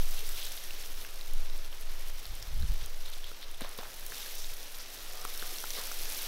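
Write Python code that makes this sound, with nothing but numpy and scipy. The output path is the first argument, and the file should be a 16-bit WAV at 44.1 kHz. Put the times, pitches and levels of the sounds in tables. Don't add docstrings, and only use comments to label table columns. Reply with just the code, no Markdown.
import sys
import numpy as np
from scipy import signal
from scipy.fft import rfft, irfft, next_fast_len
from scipy.io import wavfile

SR = 44100
rng = np.random.default_rng(int(sys.argv[2]) if len(sys.argv) > 2 else 0)


def generate_wav(signal):
    frames = np.transpose(np.atleast_2d(signal))
    scaled = np.clip(frames, -1, 1) * 32767
    pcm = np.round(scaled).astype(np.int16)
    wavfile.write(sys.argv[1], SR, pcm)


def level_to_linear(level):
    exponent = np.asarray(level, float) / 20
    return 10 ** exponent


N = 276507

# (time [s], level [dB], fineness [dB])
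JET = [(0.0, -43.5, 0.1), (0.38, -43, 1.9), (1.1, -48, -1.5), (1.75, -50.5, -1.2), (2.02, -49, -0.7),
       (2.18, -48.5, -0.9), (3.16, -49.5, -1.3), (3.51, -51.5, -2), (4.05, -46.5, 1), (4.21, -42, 0.1),
       (4.35, -45.5, 2), (4.57, -47, 1.2), (4.87, -47, -0.2), (5.43, -43, 0), (5.57, -42.5, 1.4),
       (6.27, -38.5, 0.4)]
JET_HZ = [1200, 3700, 5700, 10000]
JET_FOLLOWS = [(.4, -.3), (.95, -.3), (.95, .1), (1.05, .9)]
# (time [s], boost [dB], frequency [Hz], length [s])
SURGES = [(0.187, 7, 3300, .02), (0.42, 8, 3350, 0.071), (1.005, 2, 12000, 0.15), (1.82, 6, 9000, 0.011),
          (2.194, 0.5, 2600, .1), (2.597, 1, 3730, 0.14), (4.304, 1.5, 3800, 0.2),
          (6.004, -0.5, 3750, 0.25), (2.427, 10, 5500, .006), (2.832, 4.5, 3700, .03),
          (3.077, 9, 3700, 0.017), (3.133, 8, 3700, 0.0093), (3.256, 8.5, 3640, 0.045),
          (3.431, 11, 3680, 0.017), (3.64, 9, 3620, 0.041), (3.788, 12.5, 4200, 0.009),
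          (4.424, 5, 5900, .08), (4.808, 8, 5000, 0.026), (5.2, 5, 1200, 0.089), (5.2, 4.5, 550, .1),
          (5.528, 14, 400, 0.0093), (5.772, 6.5, 4280, 0.032)]
# (frequency [Hz], density [dB per Hz])
SPRAY = [(100, -8), (140, -8.5), (230, -7.5), (470, -0.5), (1000, -4.5), (2500, -3.5), (3700, -1),
         (4700, -3), (5700, -1.5), (7200, -8), (8800, -8.5), (10500, -6.5), (12200, -5), (15500, -9)]
# (frequency [Hz], share [0-1])
CRACKLE_SHARE = [(200, 0.14), (1000, 0.07), (4000, 0.34), (8000, 0.58), (14000, 0.65)]
# (time [s], peak [dB], frequency [Hz])
SNAPS = [(0.1421, -29, 12500), (0.1755, -30, 11100), (0.2895, -20, 10600), (0.451, -23, 11000),
         (1.0136, -31, 12600), (1.3339, -26, 11700), (1.5769, -32, 12000), (1.81, -28, 14800),
         (2.0832, -28, 12300), (2.2643, -28.5, 10700), (2.3516, -28, 11500), (2.859, -21, 9510),
         (3.0989, -31, 11900), (3.511, -32, 12200), (3.6067, -24.5, 12800), (3.6906, -27, 11100),
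         (3.776, -26, 13400), (3.941, -30, 12200), (3.9949, -27, 14500), (4.0626, -23, 12100),
         (4.351, -27, 13100), (4.5377, -26, 13300), (4.7836, -26, 13100), (5.3747, -25, 10500),
         (5.465, -25, 12600), (5.705, -25, 13000), (5.8701, -21, 9440), (6.134, -23, 12600),
         (6.1849, -26, 8660), (6.2183, -22, 9420)]
# (time [s], peak [dB], frequency [Hz])
PLINKS = [(0.183, -34, 2920), (0.387, -33, 2900), (0.5757, -30.5, 3700), (0.7075, -27.5, 2760),
          (1.048, -34, 2650), (1.2115, -29.5, 3920), (1.499, -33.5, 3800), (1.728, -35, 3100),
          (2.2548, -28.5, 4240), (2.4262, -27.5, 5350), (2.6238, -32, 4034), (3.059, -31, 3800),
          (3.136, -32.5, 3810), (3.2422, -29.5, 3320), (5.92, -24, 5940), (3.545, -34, 3450),
          (3.62, -29.5, 3580), (4.173, -35, 3360), (4.228, -32, 3650), (4.4447, -31, 3700),
          (5.2157, -29, 5400), (5.376, -28, 5400), (5.3955, -28, 4100), (5.421, -29, 3400),
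          (5.559, -30, 4030), (5.5848, -23, 5570), (5.6044, -32, 5730), (5.638, -33, 5690),
          (5.705, -21.5, 5850), (5.7055, -30, 3350)]
# (time [s], peak [dB], frequency [Hz], ringing [cycles])
PLOP = [
    (0.2255, -34.5, 440, 18),
]
# (time [s], peak [dB], upper mode [Hz], lower mode [Hz], lower mode relative level [dB])
KNOCKS = [(0.513, -41, 800, 400, -7), (1.048, -33, 1640, 447, -28), (2.097, -35, 1940, 553, -11),
          (2.628, -37, 1630, 408, -9), (3.314, -36.5, 1365, 468, -5), (3.615, -39, 2080, 620, 9),
          (3.645, -32, 1120, 600, 1), (3.7868, -30.5, 1070, 485, 2), (3.83, -35.5, 1190, 870, 4),
          (4.12, -29, 1700, 434, -13), (4.26, -34, 1700, 720, -9), (5.2495, -23.5, 1220, 457, -12),
          (5.424, -25.5, 1500, 442, -8), (5.639, -27, 1360, 970, -1), (5.751, -32, 2300, 780, -6),
          (5.766, -46, 1100, 520, 6), (5.785, -38, 1210, 460, 6.5), (5.914, -29, 1360, 770, -8),
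          (6.008, -43, 2270, 405, 5)]
# (time [s], peak [dB])
STAMPS = [
    (3.617, -41),
    (3.788, -50),
    (5.786, -58),
]
# (time [s], level [dB], length [s])
CRUNCH = [
    (3.606, -39.5, 0.015),
    (3.637, -48.5, 0.075),
    (3.795, -44.5, 0.028),
    (3.834, -51, 0.046),
    (4.117, -50, .015),
    (5.765, -48, 0.12),
]
# (time [s], hold [s])
HOOTS = [
    (5.12, .15),
    (5.44, .09),
]
# (time [s], peak [dB])
SWAY = [(0.0, -20.5), (0.3, -29), (0.7, -32), (0.9, -31), (1.36, -21), (1.9, -26.5), (2.07, -30.5),
        (2.6, -26), (2.72, -26), (3.02, -28), (3.54, -32.5), (4.07, -38.5), (4.4, -31), (5.15, -35),
        (5.36, -32.5), (5.71, -36), (5.97, -31.5)]
# (time [s], peak [dB])
GUST = [
    (0.0, -50),
    (2.31, -39.5),
    (2.434, -41),
    (2.54, -32.5),
    (2.59, -28.5),
    (2.635, -22.5),
    (2.712, -28.5),
    (2.83, -40),
]
# (frequency [Hz], density [dB per Hz])
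GUST_COLOUR = [(11, -81), (18, -49), (29, 1), (68, -12.5), (91, -21), (146, -26.5), (249, -46), (320, -62),
               (420, -82), (700, -120)]
# (frequency [Hz], density [dB per Hz])
BREEZE_COLOUR = [(11, -13), (18, 21), (30, -77), (35, 2), (38, -27), (43, -38), (65, -39), (81, -25),
                 (113, -31), (200, -59), (260, -74), (440, -120)]
# (frequency [Hz], width [Hz], level [dB])
HUM = [(51, 4.0, -65), (63, 4.0, -71), (105, 8.0, -77)]


def spray():
    size = next_fast_len(N)
    hz = np.maximum(np.arange(size // 2 + 1) * SR / size, 1)
    clumping = level_to_linear(3.0 * drift(35))
    big = rfft(splats(450 * clumping, spread_db=3.6, fade_s=.001), size)
    fine = rfft(splats(500 * clumping, spread_db=4.0, fade_s=.0003), size)
    finest = rfft(splats(500 * clumping, spread_db=4.0, fade_s=.0003), size)
    top = .55 / (1 + (11000 / hz) ** 8)
    fine = np.sqrt(1 - top) * fine + np.sqrt(top) * finest
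    fineness = 1 / (1 + (6500 / hz) ** 6)
    drops = np.sqrt(1 - fineness) * big + np.sqrt(fineness) * fine
    hiss = rfft(rng.standard_normal(N), size)
    share = np.clip(at_hz(CRACKLE_SHARE, hz), 0, 1)
    water = (np.sqrt(1 - share) * hiss + np.sqrt(share) * drops) * level_to_linear(at_hz(SPRAY, hz))
    wobble = drift(14)
    centres = np.geomspace(130, 16000, 18)
    out = np.zeros(N)
    for centre, one in zip(centres, np.eye(18)):
        band = irfft(water * at_hz(np.c_[centres, one], hz), size)[:N]
        out += band * level_to_linear(jet_db(centre) + 0.64 * wobble + 0.32 * drift(19))
    return level_to_linear(-45) * rms_one(out)


def jet_db(hz):
    t = np.arange(0, N + 64, 64) / SR
    s, level_db, fine_db = np.transpose(JET)
    swing, fine = [at_hz(np.c_[JET_HZ, share], hz) for share in np.transpose(JET_FOLLOWS)]
    db = np.interp(t, s, swing * (level_db + 47) + fine * fine_db)
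    for s, boost_db, surge_hz, length in SURGES:
        octaves = np.log2(hz / surge_hz)
        db = db + boost_db * np.exp(-((t - s) / length) ** 2 - (octaves / 0.4) ** 2)
    return np.interp(np.arange(N) / SR, t, db)


def droplets():
    born = impacts(500, spread_db=-0.5) * level_to_linear(jet_db(4400) - 53.5)
    dealt = rng.integers(0, 16, N)
    out = np.zeros(N)
    for k, hz in enumerate(np.geomspace(900, 9000, 16)):
        out += ring(born * (dealt == k), hz, 12.1 / hz) * level_to_linear(-4.0 * np.log2(hz / 4000) ** 2)
    return level_to_linear(-11.0) * out


def snaps():
    strays_per_s, stray_db, stray_spread_db = 8, -32, 3
    mist_db = jet_db(10000)
    events = list(SNAPS)
    for u_time, u_level, u_pitch in rng.random((round(strays_per_s * N / SR), 3)):
        i = int(u_time * N * .99)
        peak_db = stray_db + mist_db[i] - stray_spread_db * 2 * u_level
        events.append((i / SR, peak_db, 9500 + 4500 * u_pitch))
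    out, t = np.zeros(N), np.arange(512) / SR
    shape = (np.exp(-t / .0003) + .15 * np.exp(-t / .002)) * np.minimum(t / .0002, 1)
    for s, peak_db, hz in events:
        band = signal.butter(2, [0.68 * hz, min(1.59 * hz, 16000)], "band", fs=SR, output="sos")
        burst = signal.sosfilt(band, rng.standard_normal(512) * shape)
        add(out, s + 0.0016, level_to_linear(peak_db - 3.0) * burst / np.abs(burst).max())
    return out


def plinks():
    bright = struck([(*row, 25.8) for row in PLINKS], 0.46, grit=0.58, rise_cycles=0.4)
    return bright + struck(PLOP, 0, grit=.05, rise_cycles=2.0)


def knocks():
    s, peak_db, hz, lower_hz, lower_db = np.transpose(KNOCKS)
    s = s + .0013
    upper = struck(np.c_[s, peak_db, hz, np.full_like(s, 13)], 0.41, grit=0.62, rise_cycles=0.36)
    lower = struck(np.c_[s, peak_db + lower_db, lower_hz, np.full_like(s, 9)], .1,
                   grit=0.25, rise_cycles=0.38)
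    crack = struck(np.c_[s, peak_db, 2.6 * hz, np.full_like(s, 8)], -3.1, grit=0.49, rise_cycles=0.2)
    thud = struck([(s, db, 240, 7) for s, db in STAMPS], 11.8, grit=.05, rise_cycles=0.24)
    return upper + lower + crack + thud


def crunch():
    envelope, t = np.zeros(N), np.arange(8192) / SR
    for s, level_db, length in CRUNCH:
        add(envelope, s, level_to_linear(level_db) * np.exp(-t / length) * np.minimum(t / 0.00071, 1))
    band = signal.butter(2, [400, 2000], "band", fs=SR, output="sos")
    stones = signal.sosfilt(band, splats(1200, spread_db=3.0, fade_s=.0015))
    return envelope * rms_one(stones)


def yard(x):
    dull, out = signal.lfilter([.4], [1, -.6], x), x.copy()
    for delay_s, echo_db in [(.011, -35.5), (.034, -19)]:
        add(out, delay_s, level_to_linear(echo_db) * dull)
    return out


def bird():
    hoot_hz, hoot_db, edge_db_per_s = 736, -58.5, 380
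    level_db = peaks_db([(s, hoot_db, hold) for s, hold in HOOTS], edge_db_per_s, edge_db_per_s)
    phase = 2 * np.pi * np.cumsum(hoot_hz * (1 + .009 * drift(12))) / SR
    voice = np.sin(phase) + level_to_linear(-3) * np.sin(1.64 * phase)
    return np.sqrt(2) * level_to_linear(level_db - 1.5 + 1.5 * drift(40)) * voice


def mount_sway():
    hz = 12.6 * (1 + 0.0598 * drift(3.14))
    level_db = peaks_db(SWAY, rise_db_per_s=90, fall_db_per_s=32.5)
    phase = 2 * np.pi * np.cumsum(hz) / SR + np.pi / 4
    return np.sqrt(2) * level_to_linear(level_db) * np.sin(phase)


def gust():
    level_db = peaks_db(GUST, rise_db_per_s=198, fall_db_per_s=298)
    return level_to_linear(level_db - 0.5 + 2.2 * drift(35)) * coloured(rng.standard_normal(N), GUST_COLOUR)


def breeze():
    return level_to_linear(-44.5 + 1.0 * drift(4.1)) * coloured(rng.standard_normal(N), BREEZE_COLOUR)


def machinery_hum():
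    out = np.zeros(N)
    for hz, width, level_db in HUM:
        out += level_to_linear(level_db) * rms_one(ring(rng.standard_normal(N), hz, 2.2 / width))
    return out


def struck(events, trim_db, grit, rise_cycles):
    out, t = np.zeros(N), np.arange(4096) / SR
    for s, peak_db, hz, cycles in events:
        fade = level_to_linear(-60 * t * hz / cycles) * (1 - np.exp(-t * hz / rise_cycles))
        rough = 1 + grit * rng.standard_normal(4096)
        add(out, s, level_to_linear(peak_db + trim_db) * fade * np.sin(2 * np.pi * hz * t) * rough)
    return out


def splats(per_s, spread_db, fade_s):
    power = signal.lfilter([1], [1, -np.exp(-2 / (fade_s * SR))], impacts(per_s, spread_db) ** 2)
    return rms_one(np.sqrt(power) * rng.standard_normal(N))


def impacts(per_s, spread_db, largest=3.0):
    sizes = level_to_linear(spread_db * np.minimum(rng.exponential(1, N), largest)) * rng.choice([-1, 1], N)
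    return rms_one(sizes * (rng.random(N) < per_s / SR))


def ring(clicks, hz, t60):
    r, w = level_to_linear(-60 / (t60 * SR)), 2 * np.pi * hz / SR
    return signal.lfilter([0, np.sin(w)], [1, -2 * r * np.cos(w), r * r], clicks + 1e-18)


def coloured(x, spectrum):
    hz = np.maximum(np.arange(N // 2 + 1) * SR / N, 1)
    return rms_one(irfft(rfft(x) * level_to_linear(at_hz(spectrum, hz)), N))


def drift(rate):
    r = np.exp(-40 * np.pi * rate / SR)
    slow = signal.lfilter([1], [1, -2 * r, r * r], rng.standard_normal(N // 20 + 2002))[2000:]
    return np.interp(np.arange(N) / 20, np.arange(len(slow)), rms_one(slow))


def peaks_db(rows, rise_db_per_s, fall_db_per_s):
    t = np.arange(0, N + 64, 64) / SR
    slopes = []
    for s, db, *hold in rows:
        rise = rise_db_per_s * np.maximum(s - t, 0)
        fall = fall_db_per_s * np.maximum(t - s - sum(hold), 0)
        slopes.append(db - rise - fall)
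    return np.interp(np.arange(N) / SR, t, np.max(slopes, axis=0))


def at_hz(points, hz):
    point_hz, value = np.transpose(points)
    return np.interp(np.log(hz), np.log(point_hz), value)


def rms_one(x):
    return x / np.sqrt(np.mean(x ** 2) + 1e-20)


def add(out, s, burst):
    i = round(s * SR)
    out[i:i + len(burst)] += burst[:N - i]


def scene():
    water = spray() + droplets()
    stones = yard(snaps() + plinks() + knocks() + crunch())
    background = bird() + mount_sway() + gust() + breeze() + machinery_hum()
    return (water + stones + background)[None]


def band_limit(x):
    return signal.sosfilt(signal.butter(12, 16380, fs=SR, output="sos"), x)


def record(dry):
    padded = np.pad(dry, [(0, 0), (2048, 2048)], mode="reflect")
    size = next_fast_len(padded.shape[1])
    hz = np.arange(size // 2 + 1) * SR / size
    lowpass = level_to_linear(np.interp(hz, [15650, 15800, 15860], [0, -6, -70]))
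    mix = irfft(rfft(padded, size) * lowpass, size)[:, 2048:2048 + N]
    return band_limit(mix)


dry = scene()
out = record(dry)
generate_wav(out)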